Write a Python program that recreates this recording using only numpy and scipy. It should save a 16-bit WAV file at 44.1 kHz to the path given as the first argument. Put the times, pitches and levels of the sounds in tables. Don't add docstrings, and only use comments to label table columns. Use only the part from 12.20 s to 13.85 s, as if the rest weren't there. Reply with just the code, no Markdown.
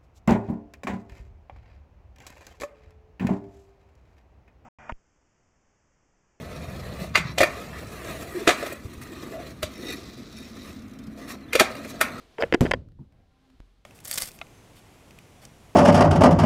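import sys
import numpy as np
from scipy import signal
from scipy.fft import rfft, irfft, next_fast_len
from scipy.io import wavfile
from scipy.ndimage import map_coordinates

SR = 44100
rng = np.random.default_rng(int(sys.argv[2]) if len(sys.argv) > 2 else 0)


def persist_wave(psi):
    counts = np.round(np.clip(psi, -1, 1) * 32767).astype(np.int16)
    wavfile.write(sys.argv[1], SR, np.atleast_2d(counts).T)


N = 72765
CONTACT_ATTACK_S = 0.00067


def amp(db):
    return 10 ** (np.asarray(db) / 20)


def along(points, hz):
    freqs, values = np.transpose(points)
    return np.interp(np.log(hz + 1), np.log(freqs + 1), values)


def clock():
    return np.arange(N) / SR


def level(points):
    return amp(np.interp(clock(), *np.transpose(points)))


def filtered(x, response):
    size = next_fast_len(N + SR // 4)
    return irfft(rfft(x, size) * response(np.fft.rfftfreq(size, 1 / SR)), size)[:N]


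def noise(colour):
    x = filtered(rng.standard_normal(N), lambda hz: amp(along(colour, hz)))
    return x / x.std()


def fading(x, t60s):
    hz, t, bands = signal.stft(x, SR, nperseg=512)
    fade = amp(-60 * t / along(t60s, hz)[:, None])
    return signal.istft(bands * fade, SR, nperseg=512)[1][:N]


def decay(t, t60):
    return np.exp(-np.log(1000) * t / t60)


def rise(t, attack_s):
    return 1 - np.exp(-t / attack_s)


def ring(modes, t, attack_s):
    partials = (amp(db) * decay(t, t60) * np.sin(2 * np.pi * hz * t) for hz, db, t60 in modes)
    return sum(partials) * rise(t, attack_s)


def wobble(rate):
    return map_coordinates(rng.standard_normal(int(N * rate / SR) + 4), [clock() * rate])


def tone(hz, waver, rate):
    return np.sin(2 * np.pi * np.cumsum(hz * (1 + waver * wobble(rate))) / SR)


def add(track, start_s, sound):
    i = round(start_s * SR)
    track[i:i + len(sound)] += sound[:N - i]


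def background():
    # time_s, level_db
    hiss_ride = [(0, -55.5), (.07, -62), (.16, -60), (.6, -79), (.98, -76), (1.29, -68.5), (1.48, -70),
                 (1.65, -73)]
    hum_ride = [(.9, -100), (1.13, -75), (1.21, -67), (1.255, -71), (1.285, -58), (1.345, -57.5),
                (1.39, -88)]
    whine_ride = [(.8, -90), (.95, -81), (1.25, -76.5), (1.45, -85.5)]
    # freq_hz, relative_db
    hiss_colour = [(100, -1), (300, 5), (550, -0.5), (900, -5), (1600, -7.5), (4000, -9), (7000, -19),
                   (11000, -25), (15000, -30.5), (16500, -47.5)]
    rumble_colour = [(20, -2.5), (50, 6), (130, -7), (250, -13), (450, -29), (900, -53.5)]
    # pitch_hz, relative_db
    partials = [(780, 0), (1045, -5), (1390, -8.5), (1600, -7.5)]
    flutter_db, rumble_db = 4.5, -63.5
    whine = sum(amp(db + flutter_db * wobble(rate=41)) * tone(hz, waver=.02, rate=25)
                for hz, db in partials)
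    hiss = level(hiss_ride) * noise(hiss_colour)
    rumble = amp(rumble_db) * noise(rumble_colour)
    hum = level(hum_ride) * tone(hz=263, waver=.008, rate=8)
    return hiss + rumble + hum + level(whine_ride) * whine


def soft_pop():
    # pitch_hz, relative_db, t60_s
    modes = [(43.9, 0.5, 0.057), (96, -7, 0.036), (232.5, 3, 0.0091), (42.4, -14, 1)]
    out, t = np.zeros(N), clock()
    body = amp(-36) * ring(modes, t, attack_s=0.00089)
    click = amp(-34) * np.exp(-t / 0.00057) * rise(t, attack_s=.00005)
    add(out, start_s=1.4032, sound=body + click)
    return out


def grit_ticks():
    # start_s, level_db
    ticks = [(.686, -57.5), (.719, -59.5), (.923, -58.5), (1.3008, -55.5)]
    # freq_hz, relative_db
    colour = [(400, 0), (1500, 1), (4200, -8), (12000, -21)]
    out, t = np.zeros(N), clock()
    for start_s, db in ticks:
        add(out, start_s, amp(db) * noise(colour) * decay(t, t60=0.015) * rise(t, CONTACT_ATTACK_S))
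    return out


def ball_landing():
    # pitch_hz, relative_db, t60_s
    tap_modes = [(387, -48, .035), (922, -53, .04)]
    thud_modes = [(140.2, 7.5, 0.12), (201, -3, 0.16), (248.1, -4.5, 0.18), (332, -7.5, 0.078)]
    # freq_hz, relative_db
    puff_colour = [(80, 12.5), (300, -1), (550, -13.5), (1000, -19), (1500, -32), (12000, -50)]
    roll_colour = [(30, -5), (90, .5), (170, -5), (350, -20.5), (700, -15), (1000, -30), (2200, -33),
                   (8000, -56)]
    # time_s, level_db
    roll_ride = [(.82, -110), (.92, -58.5), (1.0, -58.5), (1.1, -67), (1.2, -81.5), (1.45, -101)]
    tap_s, thud_s, puff_attack_s = .789, .7945, 0.0092
    t = clock()
    out = level(roll_ride) * noise(roll_colour)
    puff = amp(-43.5) * noise(puff_colour) * decay(t, t60=0.4) * rise(t, puff_attack_s)
    add(out, thud_s - puff_attack_s, puff)
    add(out, tap_s, ring(tap_modes, t, CONTACT_ATTACK_S))
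    add(out, thud_s, amp(-36.5) * ring(thud_modes, t, attack_s=0.0046))
    return out


def turf_scuff():
    # time_s, level_db
    drag_ride = [(.176, -74), (.183, -44), (.197, -39.5), (.209, -30.5), (.216, -28.5), (.222, -34.5),
                 (.25, -48.5), (.275, -54), (.32, -55.5), (.36, -57.5), (.405, -61.5), (.45, -120)]
    drone_ride = [(.178, -73), (.19, -36), (.21, -26.5), (.222, -30.5), (.25, -41), (.275, -62.5),
                  (.33, -110)]
    swish_ride = [(.18, -110), (.225, -45), (.25, -40.5), (.29, -46.5), (.33, -45), (.375, -51),
                  (.405, -52.5), (.46, -120)]
    # freq_hz, relative_db
    drag_colour = [(100, -25), (280, -9.5), (470, 0.5), (660, 1), (950, -11.5), (1450, -8), (2200, -19.5),
                   (2900, -16.5), (3900, -31.5), (6500, -33.5), (15000, -46.5)]
    squeak_colour = [(3800, -35.5), (4900, 13), (5600, -8.5), (6400, -25), (16000, -43)]
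    swish_colour = [(25, -6), (55, 3), (130, -6.5), (300, -12.5), (700, -28.5), (2000, -27), (15000, -51.5)]
    squeak_s, squeak_width_s = .211, 0.0036
    pressure = np.exp(-.5 * ((clock() - squeak_s) / squeak_width_s) ** 2)
    drag = level(drag_ride) * noise(drag_colour)
    drone = level(drone_ride) * tone(hz=464.5, waver=.015, rate=49)
    squeak = amp(-37) * pressure * noise(squeak_colour)
    swish = level(swish_ride) * noise(swish_colour)
    return drag + drone + squeak + swish


def barrier_slam():
    # start_s, level_db, t60_s
    slaps = [(.4085, -13, .012), (.4122, -21, .008), (.4150, -24, .018)]
    # start_s, gain_db
    slams = [(.4101, -6), (.5470, -28)]
    # pitch_hz, relative_db, t60_s
    board_modes = [(65.5, -13.5, 0.33), (104.4, 1.5, .064), (133.85, -1, .085), (177, -3, 0.087),
                   (244.3, -1, .11), (363, -6.5, 0.069), (413, -14, .13), (551, -18, .13),
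                   (674, -15.5, .09)]
    # freq_hz, relative_db
    slap_colour = [(300, 18), (700, 14), (1500, 10), (2400, 5.5), (4800, -7.5), (6200, 2.5), (7500, -3.5),
                   (12000, -12), (16000, -13)]
    rumble_colour = [(25, -7.5), (70, -5.5), (140, -1), (280, -5.5), (550, -8.5), (900, -26.5),
                     (2000, -39.5), (5000, -65)]
    rattle_colour = [(300, 4.5), (900, 6), (2000, -4), (4000, -9), (8000, -15.5), (15000, -24.5)]
    # freq_hz, t60_s
    rumble_t60 = [(40, 1.4), (130, 0.63), (300, 0.42), (600, .43), (2000, .15)]
    rattle_t60 = [(1000, .32), (4000, 0.36), (14000, .23)]
    out, t = np.zeros(N), clock()
    for start_s, db, t60 in slaps:
        add(out, start_s, amp(db) * noise(slap_colour) * decay(t, t60))
    for start_s, db in slams:
        add(out, start_s, amp(db) * ring(board_modes, t, attack_s=0.00082))
    rumble = amp(-25) * fading(noise(rumble_colour), rumble_t60)
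    rattle = amp(-32.5) * fading(noise(rattle_colour), rattle_t60)
    add(out, slams[0][0], rumble + rattle)
    return out


def stick_knocks():
    # start_s, clack_db,
    # ping_db, crack_db, thock_db, thock_hz, thock_t60_s
    knocks = [(0.1835, -28, -48, -49.5, -28, 900, .03), (0.1879, -39, -52.5, -66, -21, 430, .036),
              (.2232, -10, -38.5, -35, -11.5, 620, .036), (.2333, -19.5, -43.5, -48.5, -10.5, 461, .035),
              (.2368, -17, -41.5, -39, -5.5, 543, .02), (.3245, -11.5, -33.5, -27.5, -6, 490, .019),
              (0.3299, -25.5, -40.5, -48.5, -9, 340, .019), (.3384, -11.5, -20.5, -28, -25, 641, .02),
              (0.3443, -7.5, -21.5, -12, 5.5, 361.1, .018), (0.3486, -12.5, -32.5, -33.5, -9, 408, .022),
              (0.4511, -40.5, -48, -45.5, -7, 378, .014), (0.4547, -24, -43.5, -44.5, -23, 500, .012),
              (0.4617, -24, -36, -37.5, -20, 610, .034), (0.4662, -21.5, -40, -42.5, -29.5, 515, .016),
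              (.5115, -14, -25, -15, -14, 600, .014), (0.515, -6, -25.5, -17.5, -16, 600, .02),
              (.5357, -16.5, -23.5, -30.5, -25.5, 525, .019), (0.5378, -14, -24.5, -32, -7, 529.5, .014),
              (0.544, -25, -41.5, -42, -37.5, 600, .02)]
    # pitch_hz, relative_db, t60_s
    stick_modes = [(708, -13.5, .026), (1030, -11.5, .019), (1442, -4, .0095), (1753, -3, .014),
                   (2100, -4.5, .014), (2630, -9.5, .011), (3164, -12, .015)]
    # freq_hz, relative_db
    crack_colour = [(300, 16), (1500, 7.5), (3200, 2.5), (3900, -8), (5200, -2.5), (8000, -4.5),
                    (15000, -27)]
    detune, scatter_db = 0.015, 2
    ping_hz, ping_t60_s = 4840, 0.0092
    snap_attack_s = 0.00023
    out, t = np.zeros(N), clock()[:SR // 10]
    crack_noise = noise(crack_colour)
    for start_s, clack_db, ping_db, crack_db, thock_db, thock_hz, thock_t60 in knocks:
        chance = rng.standard_normal((len(stick_modes), 2))
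        modes = [(hz * (1 + detune * pitch_draw), db + scatter_db * level_draw, t60)
                 for (hz, db, t60), (pitch_draw, level_draw) in zip(stick_modes, chance)]
        clack = ring(modes[::2], t, snap_attack_s) - ring(modes[1::2], t, snap_attack_s)
        thock = ring([(thock_hz, thock_db, thock_t60)], t, CONTACT_ATTACK_S)
        ping = ring([(ping_hz, ping_db, ping_t60_s)], t, CONTACT_ATTACK_S)
        burst = np.roll(crack_noise, rng.integers(N))[:len(t)]
        crack = burst * decay(t, t60=.01) * rise(t, snap_attack_s)
        add(out, start_s, amp(clack_db) * clack + thock + ping + amp(crack_db) * crack)
    return out


def scene():
    # freq_hz, t60_s
    reverb_t60 = [(200, 0.27), (1000, .12), (4000, 0.034), (12000, 0.052)]
    wet_db = -30.5
    stick = stick_knocks() + turf_scuff()
    tail = fading(rng.standard_normal(N), reverb_t60)
    reverb = amp(wet_db) * signal.fftconvolve(stick, tail / np.linalg.norm(tail))[:N]
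    mix = stick + reverb + barrier_slam() + ball_landing() + grit_ticks() + soft_pop() + background()
    return mix[None]


def record(dry):
    ceiling, hardness = .41, 4
    low_cut_hz, high_cut_hz = 24, 15600
    clipped = dry[0] / (1 + np.abs(dry[0] / ceiling) ** hardness) ** (1 / hardness)

    def passband(hz):
        return hz / np.hypot(low_cut_hz, hz) / np.hypot(1, (hz / high_cut_hz) ** 44)

    return filtered(clipped, passband)[None]


dry = scene()
out = record(dry)
persist_wave(out)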